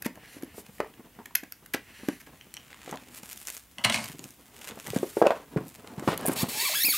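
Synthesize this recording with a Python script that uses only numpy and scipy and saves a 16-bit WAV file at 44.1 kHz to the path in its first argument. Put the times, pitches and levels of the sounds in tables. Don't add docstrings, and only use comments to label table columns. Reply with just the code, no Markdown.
import sys
import numpy as np
from scipy import signal
from scipy.fft import rfft, irfft, next_fast_len
from scipy.io import wavfile
from scipy.ndimage import uniform_filter1d

SR = 44100
rng = np.random.default_rng(int(sys.argv[2]) if len(sys.argv) > 2 else 0)


def store_wav(level_fs):
    pcm = np.round(np.clip(np.atleast_2d(level_fs), -1, 1) * 32767)
    wavfile.write(sys.argv[1], SR, pcm.T.astype(np.int16))


def convert_level_to_amplitude(level_db):
    exponent = np.asarray(level_db, float) / 20
    return 10 ** exponent


N = 307377
SPAN = SR // 8


def unit(x):
    return x / np.sqrt(np.mean(x ** 2) + 1e-20)


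def along(points, hz):
    f, v = np.transpose(points)
    return np.interp(np.log(hz + 1), np.log(f + 1), v)


def gains(rows):
    s, *columns = np.transpose(rows)
    t = np.arange(N) / SR
    return convert_level_to_amplitude([np.interp(t, s, c, -120, -120) for c in columns])


def wobble(rate):
    knots = rng.standard_normal(int(N * rate / SR) + 4)
    return np.interp(np.arange(N) * rate / SR, np.arange(len(knots)), knots)


def filtered(x, response):
    m = next_fast_len(N + SR // 2)
    return irfft(rfft(x, m) * response(np.fft.rfftfreq(m, 1 / SR)), m)[..., :N]


def resonate(x, modes):
    def body(f):
        total = 0
        for k, (centre, width, db) in enumerate(modes):
            loss = 1j * f * width
            total = total + (-1) ** k * convert_level_to_amplitude(db) * loss / (centre * centre - f * f + loss)
        return total

    power = np.mean(abs(body(np.linspace(0, SR / 2, 4000))) ** 2)
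    return filtered(x, body) / np.sqrt(power)


def grit(per_s, spread_db, share, clump_db):
    chance = rng.random(N)
    size = np.minimum(rng.exponential(size=N), 3)
    grains = (chance < per_s / SR) * convert_level_to_amplitude(spread_db * size) * rng.choice([-1, 1], N)
    share = np.clip(share, 0, 1)
    mix = np.sqrt(share) * unit(grains) + np.sqrt(1 - share) * rng.standard_normal(N)
    return unit(convert_level_to_amplitude(clump_db * wobble(60)) * mix)


def strokes(rows, release, shape, bands_db):
    s, db, swell, bright_db = np.transpose(rows)[:, :, None]
    late = (np.arange(0, N + 64, 64) / SR - s) / swell
    fall = np.where(late < 0, -late, late / release) ** shape
    power = convert_level_to_amplitude(db - 10 * fall) ** 2
    out = []
    for tilt, band_db in zip(np.linspace(-1, 1, len(bands_db)), bands_db):
        gain = np.sqrt((power * convert_level_to_amplitude(tilt * bright_db + band_db) ** 2).sum(0))
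        out.append(np.repeat(gain, 64)[:N])
    return out


def rubbed(rows, release, shape, drag, bands):
    envelopes = strokes(rows, release, shape, bands_db=[.1, -1.5, .1])
    return sum(resonate(g * drag, band) for g, band in zip(envelopes, bands))


def tilted(rows, sides_db, *rest):
    return [(s, db, sides_db - b, sides_db + b, *more, *rest) for s, db, b, *more in rows]


def cracks(events, bands, t60, level_db):
    force, t = np.zeros((3, N + SPAN)), np.arange(SPAN) / SR
    for s, db, low_db, high_db, tearing_s in events:
        burst = rng.standard_normal(SPAN) * convert_level_to_amplitude(-60 * np.maximum(t - tearing_s, 0) / t60)
        bands_db = np.array([[low_db], [0], [high_db]])
        force[:, round(s * SR):][:, :SPAN] += convert_level_to_amplitude(level_db + db + bands_db) * burst
    return sum(resonate(f[:N], band) for f, band in zip(force, bands))


# start_s, level_db, brightness_db, tearing_s
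BITES = [(0.0217, -30, 2, 0.0031), (0.0465, -36.5, -3, 0.011), (0.0572, -31, -2, 0.002),
         (.0615, -29.5, -3, 0.0046), (0.155, -46, -1, 0.0021), (0.4236, -39.5, 2.5, 0.0014),
         (0.433, -41, 1, 0.0028), (.258, -50, -6, .001), (.382, -50, -3, .001), (.445, -50, 6, .001),
         (.685, -51, -5, .002), (0.783, -47, -4.5, 0.00086), (0.8024, -33, -6, 0.0006),
         (.846, -48, -4, .001), (.873, -52, -3, .001), (.939, -49, -8, 0.0008), (1.151, -58, -6, 0.00087),
         (1.2565, -37.5, -3, 0.0042), (1.3518, -19.5, -2.5, 0.0033), (1.3528, -23, 12, 0.00036),
         (1.3542, -20, 6, 0.00035), (1.3557, -15.5, 10, .0004), (1.4339, -43, -2.5, 0.0052),
         (1.5221, -30, 4, 0.0013), (1.6598, -43, 1, 0.0028), (1.7355, -28, 2, 0.003),
         (1.7388, -28, -13.5, 0.0011), (1.7418, -25.5, -4, 0.0029), (1.7465, -23.5, -2, 0.0014),
         (2.0861, -25.5, -4, 0.00048), (2.1996, -47.5, -1.5, 0.017), (2.2636, -51.5, -4.5, 0.011)]
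# start_s, level_db, brightness_db
CLICKS = [
    (2.4112, -37, -9),
    (2.519, -49, -7),
    (2.5405, -20, 0),
    (2.548, -38, -7),
    (2.568, -27, -5),
    (2.574, -38, -15),
]
# peak_s, level_db, swell_s, brightness_db
CUT = [(.27, -64, 0.072, -10.5), (.36, -56.5, 0.08, -1.5), (.52, -71, 0.17, -10), (1.25, -81, 1, -10.5),
       (2.0, -62.5, 0.17, -8.5), (2.12, -57.5, 0.15, -1.5), (2.32, -73, .3, -3),]
# centre_hz, width_hz, level_db
BLADE = [
    [(1720, 460, 0), (2780, 1500, -7)],
    [(5100, 2350, 2.5), (6900, 2400, 10.5), (7580, 6200, 5.5)],
    [(8540, 220, -35), (11340, 890, 8), (12200, 1300, 2.5)],
]
# centre_hz, width_hz, level_db
SEAL = [
    [(1840, 500, 1), (2170, 640, 0.5), (2800, 560, -2.5)],
    [(4020, 540, 10.5), (6060, 440, 11.5), (7240, 1000, 8.5)],
    [(8900, 620, 4), (11700, 980, 7)],
]
# centre_hz, width_hz, level_db
SLIDER = [
    [(3140, 170, 0), (2300, 1400, -10)],
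    [(4320, 500, -12), (5660, 170, 0), (6450, 900, -12)],
    [(7520, 500, -1), (8960, 600, -3), (12200, 3000, -6)],
]


def knife():
    drag = grit(1500, spread_db=3, share=.15, clump_db=1.5)
    scratch = rubbed(CUT, 0.44, 2.8, drag, SEAL)
    bites = cracks(tilted(BITES, 1), BLADE, t60=0.0081, level_db=-6.5)
    clicks = cracks(tilted(CLICKS, -4.5, 0.0001), SLIDER, t60=0.002, level_db=-2.5)
    return scratch + bites + clicks


# start_s, peak_db
DROPS = [(3.783, -16), (3.839, -7.5), (3.8416, -4), (3.8458, 3), (3.8492, 5), (3.857, -7), (3.897, -3),
         (3.899, -1), (3.9231, -7), (3.943, -1), (3.947, -11.5), (3.9604, -7.5), (3.975, -11), (4.002, -21),
         (4.0402, -15)]
# peak_s, level_db, swell_s, brightness_db
RATTLE = [(3.81, -54.5, 0.032, -8.5), (3.87, -50, 0.017, 1), (3.89, -42.5, 0.058, -7),
          (3.95, -34, 0.035, 2), (3.985, -40.5, 0.038, -2), (4.03, -44, 0.071, -0.5)]
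# pitch_hz, level_db, t60_s
HANDLE = [(1650, -7, .012), (2110, -1, 0.022), (2590, -1, 0.016), (2935, 3.5, 0.012), (3340, 0, 0.011),
          (4170, -2, 0.013), (4600, -6, 0.007), (5600, -9, 0.0075), (9200, -11, 0.011),
          (12800, -18.5, 0.012)]
# centre_hz, width_hz, level_db
SHELF = [(113, 19, 3), (226, 38, 1.5), (600, 75, -2.5), (1000, 370, -4), (1450, 650, -12)]


def drop():
    ring, crash, drum = np.zeros((3, N + SPAN))
    t = np.arange(SPAN) / SR
    for s, db in DROPS:
        modes = np.zeros(SPAN)
        for hz, mode_db, t60 in HANDLE:
            decay = convert_level_to_amplitude(mode_db + rng.normal(0, 2.5) - 60 * t / t60)
            modes += decay * np.sin(2 * np.pi * hz * rng.normal(1, .045) * t + rng.uniform(0, 6))
        crack = rng.standard_normal(SPAN) * (1 - np.exp(-t / 0.00098))
        at = round(s * SR)
        ring[at:][:SPAN] += convert_level_to_amplitude(db - 14) * (1 - np.exp(-t / .001)) * modes
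        crash[at:][:SPAN] += convert_level_to_amplitude(db - 17 - 60 * t / 0.013) * crack
        drum[at:][:SPAN] += convert_level_to_amplitude(db - 25.5 - 60 * t / 0.06) * crack
    rattle = np.array(strokes(RATTLE, 0.41, 5.0, bands_db=[.1, -.1]))
    shelf, handle = rattle * grit(1200, spread_db=3.5, share=.55, clump_db=2.5)
    chatter = resonate(handle + crash[:N], [(hz, 32 / t60, db + 1.5) for hz, db, t60 in HANDLE])
    return ring[:N] + chatter + resonate(drum[:N] + shelf, SHELF)


# start_s, peak_db, pitch_hz, walls_re_peak_db
TAPS = [(0.06, -19, 258, -9.5), (.0655, -36, 295, -24), (0.172, -44, 219, 1), (.812, -46, 1000, -14),
        (.829, -33, 430, -12), (.845, -45, 890, -7), (.862, -40.5, 480, -2), (1.197, -40.5, 265, -4),
        (1.216, -50, 990, -6), (1.308, -52.5, 1000, 0), (1.362, -62, 1140, -16), (0.366, -36, 290, -24),
        (0.432, -26.5, 304, -17), (0.58, -35.5, 430, -9.5), (0.994, -38.5, 266, -11),
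        (1.003, -40, 265, -10), (1.187, -38, 230, -1), (1.205, -46, 970, -13), (2.27, -51, 290, 4),
        (3.23, -38, 190, -6), (.69, -37, 150, -11), (1.431, -34.5, 278, -9), (1.744, -23.5, 302, -3),
        (2.032, -33.5, 262, -11), (2.085, -15.5, 290, -14), (2.894, -37, 360, -3), (2.924, -30, 227, 2),
        (2.929, -42, 910, -8), (2.938, -34, 280, 5), (2.946, -37, 250, 1), (2.957, -45, 1080, -14),
        (4.192, -36.5, 257, -12), (4.254, -36, 236, -11)]
# start_s, peak_db, pitch_hz, walls_re_peak_db
TURNS = [(4.771, -37.5, 226, 1), (4.904, -22, 113, -30), (4.9335, -26.5, 450, -20), (4.9602, -27, 550, -4),
         (4.9625, -13, 228, -22), (5.0302, -17, 405, -17), (5.0415, -30, 435, -13), (5.178, -27, 480, -25),
         (5.169, -16.5, 437, -11), (5.2403, -16, 480, -17), (5.247, -38, 674, 5), (5.2545, -18, 684, -9),
         (5.2635, -12, 600, -12), (5.2685, -11.5, 540, -7), (5.3052, -14.5, 670, -6),
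         (5.317, -22.5, 570, -4)]
# start_s, peak_db, pitch_hz, walls_re_peak_db
THUMPS = [(5.561, -17.5, 360, -21), (5.5645, -10.5, 161, -19.5), (5.571, -27.5, 446, 3),
          (5.582, -23, 327, -15), (5.609, -31, 317, -23), (5.843, -41.5, 304, 3), (5.979, -21, 155, -29),
          (6.024, -28, 332, -10.5), (6.075, -13, 310, -3.5), (6.082, -11.5, 156, -3), (6.129, -30, 670, 4),
          (6.252, -26, 676, -3.5), (6.281, -15, 222, -7), (6.294, -15.5, 323, -9.5), (6.43, -11, 180, -15),
          (6.352, -38, 230, -15), (6.4385, -23, 212, -4), (6.483, -28.5, 239, -9), (6.572, -38, 306, -8),
          (6.628, -38.5, 407, -12), (6.844, -32.5, 272, -4), (6.883, -29.5, 284, -9)]
# start_s, peak_db, pitch_hz, walls_re_peak_db
RAPS = [
    (0.8021, -13, 550, -6),
    (2.8768, -30, 520, -7.5),
    (5.2163, -4.5, 610, -19),
    (5.2223, -2.5, 500, -15.5),
]
# peak_s, level_db, swell_s, brightness_db
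HANDLING = [(.4, -54, 1, -2), (2.05, -59, 0.79, -2), (2.95, -55.5, 0.5, -2.5), (3.35, -60, 0.25, -2),
            (4.1, -48, 0.2, -4), (4.68, -50.5, 0.14, 1), (4.95, -47, 0.34, -1), (5.34, -46, 0.15, 3.5),
            (5.64, -43.5, 0.11, -4), (6.03, -55.5, 0.11, -15.5), (6.14, -37, 0.18, 1),
            (6.32, -31, 0.079, -0.5), (6.5, -42.5, 0.18, 3.5), (6.9, -54.5, 0.97, -0.5)]
# centre_hz, width_hz, level_db
PANELS = [(440, 132, 4.5), (786, 523, 3), (1100, 570, 3), (1710, 1164, -2), (2150, 1630, -6.5)]
# centre_hz, width_hz, level_db
TABLE = [(102, 170, -0.3), (256, 130, 3.5)]
# centre_hz, width_hz, level_db
WALL = [(470, 133, 2.5), (637, 155, 2), (885, 564, -3)]


def box():
    out, shudder = np.zeros((2, N + SPAN))
    t = np.arange(SPAN) / SR
    for rows, t60 in ((TAPS, 0.017), (TURNS, 0.017), (THUMPS, 0.014), (RAPS, 0.0068)):
        for s, db, hz, walls_db in rows:
            contact = 1 - np.exp(-(t * hz / 0.37) ** 2)
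            ring = convert_level_to_amplitude(-60 * t / t60) * np.sin(2 * np.pi * hz * t)
            ring += convert_level_to_amplitude(-6.0 - 60 * t / (2.33 * t60)) * np.sin(2 * np.pi * 0.942 * hz * t)
            at = round(s * SR)
            out[at:][:SPAN] -= convert_level_to_amplitude(db + 5.5) * contact * ring
            decay = convert_level_to_amplitude(db + walls_db + 1.5 - 55 * t / (t60 + 0.018))
            shudder[at:][:SPAN] += decay * contact * rng.standard_normal(SPAN)
    table, wall = strokes(HANDLING, 0.8, 1.17, bands_db=[.1, -.1])
    rub = grit(400, spread_db=5.5, share=0.28, clump_db=5.0)
    rubbing = resonate(table * rub, TABLE) + resonate(wall * rub, WALL)
    return out[:N] + resonate(shudder[:N], PANELS) + convert_level_to_amplitude(-1.75) * rubbing


# time_s, slips_per_s
JUDDER = [(6.358, 820), (6.37, 770), (6.386, 780), (6.396, 915), (6.406, 925), (6.416, 1090), (6.432, 1170)]
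SQUEAK = [(6.54, 780), (6.572, 890), (6.586, 860), (6.62, 975), (6.634, 955), (6.654, 1170), (6.68, 1050),
          (6.702, 610), (6.728, 650)]
SQUEAL = [(6.744, 1230), (6.758, 1660), (6.77, 1715), (6.794, 1610), (6.815, 1950), (6.827, 1850),
          (6.845, 2240), (6.856, 2680)]
FADE = [(6.864, 2600), (6.879, 2420), (6.89, 2240), (6.908, 2340), (6.922, 1860), (6.944, 1130),
        (6.956, 1270), (6.97, 1360)]


def slip_motion():
    s, rate = np.transpose(JUDDER + SQUEAK + SQUEAL + FADE)
    steady = np.interp(np.arange(N) / SR, s, rate)
    glide = uniform_filter1d(steady, size=250) * (1 + .018 * wobble(130) + .026 * wobble(700))
    return glide, 2 * np.pi * np.cumsum(glide) / SR, np.log2(steady / 1000)


# time_s, level_db
BITE = [(6.358, -10), (6.39, -4), (6.405, -2), (6.43, -3), (6.436, -40)]
# time_s, level_db
GRIP = [(6.53, -12), (6.58, -6), (6.62, -0.5), (6.642, -3), (6.658, 4), (6.685, -1.5), (6.74, -1),
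        (6.77, 4.5), (6.78, 1), (6.8, 2), (6.86, 5.5), (6.892, 3), (6.908, 3.5), (6.93, 0), (6.945, 0.5),
        (6.97, -3.5)]
# time_s, level_db
SHRILL = [(6.35, 7), (6.5, 6), (6.797, -7), (6.81, -1), (6.85, 3.5), (6.872, -2), (6.89, -1), (6.97, 7)]
# centre_hz, width_hz, level_db
RIDGE = (2480, 260, 5)
# centre_hz, width_hz, level_db
LID = [(2100, 480, -0.5), (2370, 110, 4.5), (2644, 62, 6.5), (3250, 440, 0), (3940, 380, 3),
       (4390, 320, 4.5), (5500, 450, -1), (6460, 350, 0.5), (7200, 810, 0.5), (8100, 870, 2),
       (9200, 660, -4), (10250, 1130, 3), (12600, 1650, 5), (14700, 1900, 3)]


def squeak(glide, slips, octaves):
    grip = convert_level_to_amplitude(-39) * (gains(BITE) + gains(GRIP))[0]
    on = round(JUDDER[0][0] * SR)
    overtones, spikes = np.zeros((2, N))
    for k in range(2, 19):
        hz = k * glide[on:]
        heard = hz < 16000
        phase = k * slips[on:]
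        level = convert_level_to_amplitude(6 * wobble(140)[on:] - .5 * k)
        overtones[on:] += heard * level * np.sin(phase + .05 * k ** 1.5 * wobble(600)[on:])
        edge = np.exp(-(hz / 9000) ** 2) * np.tanh((hz / 2600) ** 2)
        spikes[on:] += heard * edge * np.cos(phase)
    centre_hz, width_hz, ridge_db = RIDGE
    ridge = ridge_db * np.exp(-((glide - centre_hz) / width_hz) ** 2)
    tone = grip * convert_level_to_amplitude(3.5 * wobble(200) + ridge) * np.cos(slips)
    pushes = grip * convert_level_to_amplitude(-9 * abs(octaves) + 3.5 * wobble(900)) * spikes
    shrill, = gains(SHRILL)
    ringing = resonate(grip * overtones, LID[:8]) + shrill * resonate(grip * overtones, LID[-3:])
    return tone + pushes + convert_level_to_amplitude(-7 + 4 * octaves) * ringing


# time_s, pressure_db
JERK = [(6.353, -60.5), (6.36, -34), (6.43, -31), (6.442, -44), (6.48, -46)]
# time_s, pressure_db
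SLIDE = [(6.481, -47), (6.49, -33), (6.52, -36.5), (6.57, -30.5), (6.66, -29), (6.74, -30), (6.84, -27),
         (6.9, -27.5), (6.97, -30)]


def rasp(slips, octaves):
    fast = np.maximum(octaves, 0)
    pressure, = gains(JERK) + gains(SLIDE)
    scrape = pressure * convert_level_to_amplitude(-6 * fast)
    hiss = scrape * convert_level_to_amplitude(-2 + 9.5 * fast)
    drag = grit(3700, spread_db=2, share=0.4, clump_db=1.5) * (1 + 0.7 * np.cos(slips))
    return convert_level_to_amplitude(-4.5) * (resonate(scrape * drag, LID[:-3]) + resonate(hiss * drag, LID[-3:]))


def lid():
    glide, slips, octaves = slip_motion()
    return squeak(glide, slips, octaves) + rasp(slips, octaves)


# peak_s, level_db, swell_s, brightness_db
RUSTLE = [(.665, -57.5, 0.016, -3), (2.742, -71.5, 0.044, -13.5), (2.9, -52, 0.093, -4),
          (3.08, -61.5, 0.86, -3.5), (3.182, -44, 0.035, 2), (3.33, -46, 0.072, 2),
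          (3.43, -48.5, 0.056, 3.5), (3.49, -42.5, 0.03, 1), (3.57, -48.5, 0.098, 4), (4.11, -50, 0.15, 0),
          (4.282, -56.5, 0.39, 2), (4.69, -45, 0.082, -0.5), (4.86, -51.5, 0.094, 0),
          (4.97, -45, 0.039, -1), (5.3, -68, 0.13, -7), (5.69, -51, 0.021, 4), (5.759, -52, 0.024, 1),
          (5.93, -63.5, 0.94, 1), (6.33, -41.5, 0.03, 1)]
# start_s, level_db, brightness_db
SNAPS = [(2.8453, -36, 8), (2.9118, -21, 1), (2.9575, -30.5, 1), (2.9722, -34, -16.5), (3.1798, -37, -5),
         (3.233, -31.5, -8), (3.3295, -25, 6), (3.375, -24, 5), (3.4712, -18, 4), (3.4835, -16.5, 1.5),
         (3.5013, -17, 3), (3.5668, -22.5, 1), (4.1928, -24.5, -2), (4.2407, -23, -0.5), (4.3063, -33, 5)]
# start_s, level_db,
# brightness_db
TICKS = [(2.7025, -44, -9), (2.7295, -35.5, -8), (2.744, -34, -8.5), (4.6166, -38, -9), (4.7096, -32, -10),
         (4.799, -24, -0.5), (4.8699, -18.5, -1.5), (4.9028, -18.5, -0.5), (4.9617, -22.5, -5),
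         (5.2687, -15, -8), (5.3062, -30.5, -16), (5.3746, -39, -3), (5.6822, -41, 14.5),
         (5.8736, -30.5, -11.5), (5.9958, -24, -2), (6.0763, -36, -13), (6.129, -37, -19),
         (6.1765, -21.5, -6), (6.0785, -28, -5), (4.757, -35, 4), (4.85, -43, -1), (4.865, -25.5, -3),
         (4.879, -28, 4), (4.91, -38, 0), (4.951, -35, 6), (4.974, -31, 6), (4.987, -25, -1),
         (5.072, -38, -9), (5.205, -34, -6), (5.217, -37, -3), (5.224, -41, -7), (4.043, -29, 9.5),
         (4.058, -22, -1), (4.097, -35, -4)]
# centre_hz, width_hz, level_db
CLOTH = [
    [(1320, 4240, -2), (2540, 1870, 4.5)],
    [(5780, 2170, -4.5), (6660, 1140, 3)],
    [(9100, 5900, 16), (14300, 3000, 16)],
]


def cloth():
    drag = grit(420, spread_db=5.5, share=.7, clump_db=2.5)
    rustle = rubbed(RUSTLE, 0.27, 0.84, drag, CLOTH)
    snaps = tilted(SNAPS, -4, 0.00068) + tilted(TICKS, 0, 0.00032)
    return rustle + cracks(snaps, CLOTH, t60=0.0083, level_db=-13.0)


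# peak_s, level_db, swell_s, brightness_db
SWEEP = [(0.599, -54, 0.049, 4), (.77, -63, 0.092, 3), (4.96, -57, .06, -3), (5.06, -53, 0.25, 2.5),
         (5.19, -51.5, 0.068, 2), (6.095, -48, 0.054, 0), (6.13, -52, 0.046, -14),
         (6.284, -44.5, 0.032, -4)]
# start_s, level_db, brightness_db, tearing_s
PEEL = [(6.2585, -30.5, -4, 0.0019), (6.2635, -23.5, 1, 0.0016), (6.2705, -36, -4, 0.00076),
        (6.2735, -24, -2, 0.0017), (6.279, -29, 2, 0.0081), (6.316, -37.5, -3, .001), (6.32, -38, -5, .001),
        (6.331, -37, -4, 0.0065), (6.14, -39, 3, .001), (6.21, -39, -1, .001), (6.1765, -27.5, 0, 0.00082)]
# centre_hz, width_hz, level_db
GLOSS = [
    [(9050, 950, 0)],
    [(10400, 1100, 0)],
    [(12000, 2000, -22), (14500, 3600, 21)],
]
# start_s, end_s, pitch_hz, level_db
CHIRP = (5.165, 5.2, 9750, -56)


def gloss():
    drag = grit(2500, spread_db=2, share=.15, clump_db=1.5)
    sweep = rubbed(SWEEP, 0.42, 1.8, drag, CLOTH)
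    start, end, hz, db = CHIRP
    t = np.arange(N) / SR
    swell = np.sin(np.pi * np.clip((t - start) / (end - start), 0, 1))
    chirp = convert_level_to_amplitude(db + 2.5 * wobble(200)) * swell * np.sin(2 * np.pi * hz * t + 1.2 * wobble(300))
    return sweep + chirp + cracks(tilted(PEEL, 0.1), GLOSS, t60=0.0065, level_db=-4.5)


# pitch_hz, t60_s
ROOM = [(150, 0.18), (600, 0.15), (2500, 0.23), (6000, 0.17), (14000, 0.16)]


def room(x):
    hz, t, z = signal.stft(rng.standard_normal((3, SR // 2)), SR, nperseg=256)
    hz = hz[:, None]
    decay = convert_level_to_amplitude(-60 * t / along(ROOM, hz)) / (1 + (hz / 9000) ** 2)
    tails = signal.istft(z * decay, SR, nperseg=256)[1]
    turn = np.pi * (np.arange(N) / SR / .11 + np.arange(3)[:, None]) / 3
    parts = np.pad(x * np.sqrt(2 / 3) * np.cos(turn), ((0, 0), (250, 0)))
    return signal.fftconvolve(parts, tails / np.linalg.norm(tails[0]), axes=1).sum(0)[:N]


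# pitch_hz, level_db_per_hz
FLOOR = [(25, -35), (49, 2), (102, -2.5), (301, -11.5), (416, -16.5), (3430, -18.5), (4250, -24.5),
         (16000, -18)]


def background():
    return convert_level_to_amplitude(-59) * unit(filtered(rng.standard_normal(N), lambda hz: convert_level_to_amplitude(along(FLOOR, hz))))


def scene():
    near = knife() + cloth() + gloss() + box() + lid()
    far = drop()
    events = near + far + room(convert_level_to_amplitude(-13.0) * near + convert_level_to_amplitude(-10) * far)
    mono = filtered(events, lambda hz: (1j * hz / (1j * hz + 85)) ** 2) + background()
    hiss = resonate(rng.standard_normal(N), [(40, 79, 2.0), (500, 3400, -12.0), (10700, 5500, -10.5)])
    apart = convert_level_to_amplitude(-70.0) * hiss
    return np.array([mono + apart, mono - apart])


def roll_off(x):
    return signal.sosfilt(signal.butter(12, 17010, fs=SR, output="sos"), x)


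def record(dry):
    mix = filtered(dry, lambda hz: hz < 15780)
    return roll_off(mix)


dry = scene()
out = record(dry)
store_wav(out)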